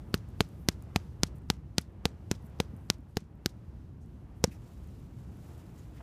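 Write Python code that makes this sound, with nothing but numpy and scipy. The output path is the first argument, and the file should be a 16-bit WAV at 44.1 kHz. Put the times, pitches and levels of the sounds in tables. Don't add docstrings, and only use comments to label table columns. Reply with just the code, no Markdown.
import sys
import numpy as np
from scipy import signal
from scipy.fft import rfft, irfft, next_fast_len
from scipy.io import wavfile
from scipy.ndimage import map_coordinates

SR = 44100
rng = np.random.default_rng(int(sys.argv[2]) if len(sys.argv) > 2 else 0)


def attenuation_scalar(level_db):
    decades = np.asarray(level_db, float) / 20
    return 10 ** decades


def bounce(signal):
    frames = np.transpose(np.atleast_2d(signal))
    limited = np.clip(frames, -1, 1)
    pcm = np.round(limited * 32767).astype(np.int16)
    wavfile.write(sys.argv[1], SR, pcm)


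N = 265651


def unit(x):
    return x / np.sqrt(np.mean(x ** 2) + 1e-20)


def curve(rows, outside=None):
    start_s, value = np.transpose(rows)
    return np.interp(np.arange(N) / SR, start_s, value, outside, outside)


def wander(size, spacing):
    points = rng.standard_normal(int(size / spacing) + 4)
    return map_coordinates(points, [np.arange(size) / spacing])


def wobble(rate_hz):
    return wander(N, SR / rate_hz)


def noise(spectrum, size=N):
    length = next_fast_len(size)
    pitch_hz, level_db = np.transpose(spectrum)
    hz = np.fft.rfftfreq(length, 1 / SR)
    shape_db = np.interp(np.log(hz + 1), np.log(pitch_hz), level_db, -120, -120)
    hiss = irfft(rfft(rng.standard_normal(length)) * attenuation_scalar(shape_db), length)
    return unit(hiss)[:size]


def add(track, start_s, sound):
    track[round(start_s * SR):][:len(sound)] += sound


# start_s, level_db
TRAFFIC = [(0.0, -64), (0.28, -63), (1.79, -66), (2.78, -63), (3.17, -70.5), (3.67, -67), (4.41, -66.5),
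           (4.61, -65.5), (5.16, -66), (5.48, -62.5), (5.67, -64.5), (6.02, -64.5)]
# pitch_hz, level_db (per Hz)
RUMBLE = [(13, -54), (22, -23.5), (36, -12.5), (59, 3.5), (130, -2.5), (208, -9), (349, -19.5), (381, -20),
          (420, -25), (550, -50), (920, -120)]
# pitch_hz, level_db (per Hz)
ROAR = [(180, -33.5), (300, -2.5), (348, -1), (384, -14), (424, -4.5), (460, -7.5), (947, -13.5),
        (2800, -29), (5670, -32.5), (15200, -45)]


def city():
    traffic_db = curve(TRAFFIC)
    usual_db = traffic_db.mean()
    rumble_db = usual_db + 19.5 + 0.6 * (traffic_db - usual_db)
    rumble = attenuation_scalar(rumble_db + 1.2 * wobble(4.7)) * noise(RUMBLE)
    roar_db = traffic_db + 3 + 0.96 * wobble(6.1) + 0.7 * wobble(40)
    roar = attenuation_scalar(roar_db) * noise(ROAR[:8] + [(5000, -49.5)])
    hiss = attenuation_scalar(traffic_db - 14 + 2.2 * wobble(7.5)) * noise([(1800, -45)] + ROAR[7:])
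    return rumble + roar + hiss


# start_s, level_db
CLOTH = [
    (0, -78),
    (.9, -79),
    (2.1, -86.5),
    (2.4, -79),
    (3.3, -86.5),
    (4.42, -79),
]
# pitch_hz, level_db (per Hz)
RUSTLE = [(3000, -34.5), (6000, -7), (9000, -3), (13000, -0.5), (15000, -9), (15600, -34.5)]


def clothing():
    t = np.arange(N) / SR
    cloth_db = curve(CLOTH, -120)
    for hit_s, *_ in PUNCH:
        cloth_db = cloth_db + 7.5 * (t < hit_s) * np.exp(np.minimum(t - hit_s, 0) / 0.06)
    return attenuation_scalar(cloth_db - 6.5 + 1.4 * wobble(60) + 2.5 * wobble(8.1)) * noise(RUSTLE)


# start_s, level_db (peak)
TICKS = [(0.5418, -70), (0.289, -57), (0.3034, -63), (0.489, -58), (0.818, -69), (0.824, -49),
         (0.8364, -65), (1.3839, -61), (1.4202, -67), (1.8138, -48.5), (1.924, -69.5), (2.426, -68),
         (2.462, -62), (2.4676, -57), (2.4988, -65), (2.7655, -61), (2.7731, -62), (2.984, -66),
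         (3.006, -69), (3.355, -69.5), (3.495, -62), (3.5691, -69.5), (4.0604, -66.5), (4.873, -61),
         (4.9964, -60), (5.372, -65), (5.446, -65), (5.4822, -64), (5.5794, -58), (5.7808, -64.5)]
PEEL_S = 0.035


def ticks():
    track, t = np.zeros(N + SR), np.arange(1024) / SR
    snaps = [(start_s, level_db, 10800) for start_s, level_db in TICKS]
    for hit_s, *_ in PUNCH:
        touch_luck, peel_delay, peel_luck = rng.standard_normal(3)
        snaps.append((hit_s - 0.0125, -63 + 4 * touch_luck, 4800))
        snaps.append((hit_s + PEEL_S + 0.002 * peel_delay, -59 + 3 * peel_luck, 5600))
    u = t / 0.00072
    envelope = u * np.exp(1 - u * 2.3)
    for start_s, level_db, hz in snaps:
        band = [(hz / 3, -30), (hz / 1.5, -6), (hz, 0), (hz * 1.45, -5), (hz * 2.1, -16), (60000, -30)]
        add(track, start_s, attenuation_scalar(level_db + 7.5) * noise(band, size=len(t)) * envelope)
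    return track[:N]


LEAD_S = 0.02
T = np.arange(SR // 8) / SR - LEAD_S
AFTER, BEFORE, HIT = np.maximum(T, 0), np.minimum(T, 0), T >= 0


def dying(t60_s):
    return HIT * attenuation_scalar(-60 * AFTER / t60_s)


def tone(hz, phase=0.0):
    return np.sin(2 * np.pi * hz * AFTER + phase)


# pitch_hz, level_db, t60_s
FOAM = [
    (84.4, -5.5, .05),
    (171.9, -2.5, 0.024),
]


def thump(pad_hz, pad_db, skin_hz, skin_db):
    squeeze = -0.7 * np.exp(BEFORE / 0.00055 - AFTER / 0.00033)
    (sway_hz, sway_db, sway_t60), (dent_hz, dent_db, dent_t60) = FOAM
    sway = attenuation_scalar(sway_db) * tone(sway_hz, 1.0) * dying(sway_t60) * (1 - np.exp(-AFTER / 0.002))
    dent = 1.4 * attenuation_scalar(dent_db) * tone(dent_hz) * dying(dent_t60)
    ring = -attenuation_scalar(pad_db) * tone(pad_hz, 1.5) * dying(0.023) * (1 - np.exp(-AFTER / 0.00028))
    buzz = attenuation_scalar(skin_db) * tone(skin_hz) * dying(0.011)
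    return squeeze + sway + dent + ring + buzz


def slap(slap_hz, cycles):
    turns = slap_hz * AFTER
    return -1.7 * tone(slap_hz) * np.exp(-turns / cycles) * (1 - np.exp(-turns / 0.22))


# pitch_hz, level_db (per Hz)
LEATHER = [(400, -18.5), (1200, 4.5), (3000, -2.5), (6000, -2), (8500, -10), (13000, -15), (16000, -28.5)]
# pitch_hz, level_db (per Hz)
PEELING = [(1500, -22), (3500, -2), (5500, 0), (8000, -7.5), (12000, -11), (15500, -22)]


def scatter(leather_db, peel_db):
    lead_in = attenuation_scalar(-24.5) * ~HIT * np.exp(BEFORE / 0.004)
    fade = dying(0.018) + attenuation_scalar(-29.5) * dying(0.21) + lead_in
    rub = attenuation_scalar(leather_db) * noise(LEATHER, size=len(T)) * fade
    peel_width_s = np.where(T < PEEL_S, 0.008, 0.013)
    peel_swell = np.exp(-np.abs((T - PEEL_S) / peel_width_s) ** 1.2)
    peel = attenuation_scalar(peel_db + 2.5 * rng.standard_normal()) * peel_swell * noise(PEELING, size=len(T))
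    bursts = attenuation_scalar(3.5 * wander(len(T), 24))
    return bursts * (rub + peel)


# start_s, slap_db (peak), slap_hz, thump_db, pad_db (pad ring over the thump)
PUNCH = [(0.1421, -11.5, 3830, -15.5, -10.5), (0.4065, -5, 3460, -14, -3), (.6872, -2, 5040, -15, -13),
         (0.9607, -6.5, 3500, -14.5, -15), (1.234, -0.5, 5380, -16.5, -17),
         (1.5016, -2.5, 4320, -16, -11.5), (1.7827, -2, 4650, -17, -32), (2.0552, -7, 3800, -16.5, -3.5),
         (2.3141, -10, 6370, -17, -8), (2.6016, -11, 3660, -17, -1), (2.9013, -0.5, 4800, -20, -15),
         (3.1702, -14.5, 4900, -19.5, -2), (3.4602, -6, 4680, -19.5, -5.5), (4.4409, -2.5, 5570, -14, 2.1)]
# pad_hz, skin_hz, skin_db, slap_cycles, sheen_db, peel_db
MITTS = [
    (380, 1370, -12.5, 0.69, -25.5, -64),
    (458, 720, -1.5, 0.61, -32, -72),
]
# pitch_hz, level_db (per Hz)
GLOSS = [(6000, -32), (10000, -16), (12800, .0), (14500, -1.5), (16000, -22)]


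def punches():
    track = np.zeros(N + SR)
    for k, (start_s, slap_db, slap_hz, thump_db, pad_db) in enumerate(PUNCH):
        pad_hz, skin_hz, skin_db, cycles, sheen_db, peel_db = MITTS[k % 2]
        pad_hz, skin_hz = np.array([pad_hz, skin_hz]) * (1 + 0.054 * rng.standard_normal(2))
        blow = attenuation_scalar(thump_db) * thump(pad_hz, pad_db, skin_hz, skin_db)
        blow += attenuation_scalar(slap_db) * slap(slap_hz, cycles)
        blow += attenuation_scalar(sheen_db) * noise(GLOSS, size=len(T)) * dying(0.0032)
        blow += scatter(thump_db - 11.5, peel_db)
        add(track, start_s - LEAD_S, blow)
    return track[:N]


# start_s,
# level_db (peak), pitch_hz, width_octaves, length_s
SCUFFS = [(0.147, -39.5, 11400, 0.36, 0.0006), (.581, -73.5, 12500, .41, .03),
          (1.347, -70.5, 11000, .6, 0.013), (2.436, -71.5, 12500, .41, 0.017),
          (3.075, -80.5, 9000, 0.68, 0.023), (4.001, -76.5, 6500, .6, 0.023),
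          (4.351, -79, 10000, 0.67, 0.021), (4.4415, -27, 678, .25, .002),
          (4.4421, -20, 5740, 0.25, 0.0007), (4.506, -63, 2530, 0.14, 0.012),
          (4.512, -66, 1900, 0.3, 0.012), (4.533, -73, 5600, 0.11, 0.015), (5.774, -66, 6900, 0.15, 0.013),
          (5.959, -64.5, 2000, 0.64, 0.018), (6.001, -51, 555.6, 0.9, 0.007)]


def scuffs():
    track, t = np.zeros(N + SR), np.arange(SR // 8) / SR
    for start_s, level_db, hz, width, length_s in SCUFFS:
        near, far = 2 ** width, 2 ** (3 * width)
        band = [(hz / far, -25), (hz / near, -6), (hz, 0), (hz * near, -6), (hz * far, -25)]
        envelope = (t / length_s * np.exp(1 - t / length_s)) ** 2
        add(track, start_s, attenuation_scalar(level_db) * noise(band, size=len(t)) * envelope)
    return track[:N]


# start_s, level_db (peak), pitch_hz
STEPS = [
    (2.441, -29, 190),
    (2.735, -27.5, 206),
    (3.221, -35.5, 200),
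    (4.476, -24, 191),
    (5.275, -33, 163),
    (1.696, -42.5, 199),
    (2.989, -34.5, 259),
]


def footsteps():
    track, t = np.zeros(N + SR), np.arange(SR // 8) / SR
    for start_s, level_db, hz in STEPS:
        thud = np.sin(2 * np.pi * hz * t) * t / 0.0056 * np.exp(1 - t / 0.0028)
        add(track, start_s, attenuation_scalar(level_db) * thud)
    return track[:N]


# start_s (loudest moment), level_db, sweep_s
STRIDES = [
    (4.525, -61, 0.024),
    (4.69, -72, 0.14),
    (4.95, -80.5, .12),
    (5.194, -74, .04),
    (5.47, -68, 0.16),
    (5.594, -75, 0.018),
    (5.784, -68, 0.033),
    (5.95, -74.5, 0.1),
]
# pitch_hz, level_db (per Hz)
BLADES = [(700, -16), (2000, 1), (4000, -1.5), (7500, -2.5), (11000, -2.5), (15000, -4), (15600, -37)]


def grass():
    t = np.arange(N) / SR
    walk_s = CLOTH[-1][0]
    loudness = attenuation_scalar(-73.5 + 2.5 * (t - walk_s)) * (t > walk_s)
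    for start_s, level_db, sweep_s in STRIDES:
        width_s = sweep_s * np.where(t < start_s, 0.6, 1.3)
        loudness += attenuation_scalar(level_db) * np.exp(-np.abs((t - start_s) / width_s) ** 1.5)
    dull = noise(BLADES[:4] + [(11000, -45)])
    bright = noise([(4500, -31)] + BLADES[3:])
    crackle = attenuation_scalar(1.2 * wobble(50) + 1.2 * wobble(260))
    return loudness * attenuation_scalar(-9) * (attenuation_scalar(1) * dull + attenuation_scalar(-1) * bright) * crackle


def scene():
    background = city() + clothing() + grass()
    return (background + ticks() + punches() + scuffs() + footsteps())[None]


def low_pass(x):
    return signal.sosfilt(signal.butter(12, 16530, fs=SR, output="sos"), x)


def record(dry):
    hz = np.fft.rfftfreq(N, 1 / SR)
    bass = hz ** 2 / np.sqrt(hz ** 4 + 38 ** 4)
    top = np.interp(hz, [15100, 15500, 16400, 16600], attenuation_scalar([0, -20, -24, -70]))
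    return low_pass(irfft(rfft(dry) * bass * top, N))


dry = scene()
out = record(dry)
bounce(out)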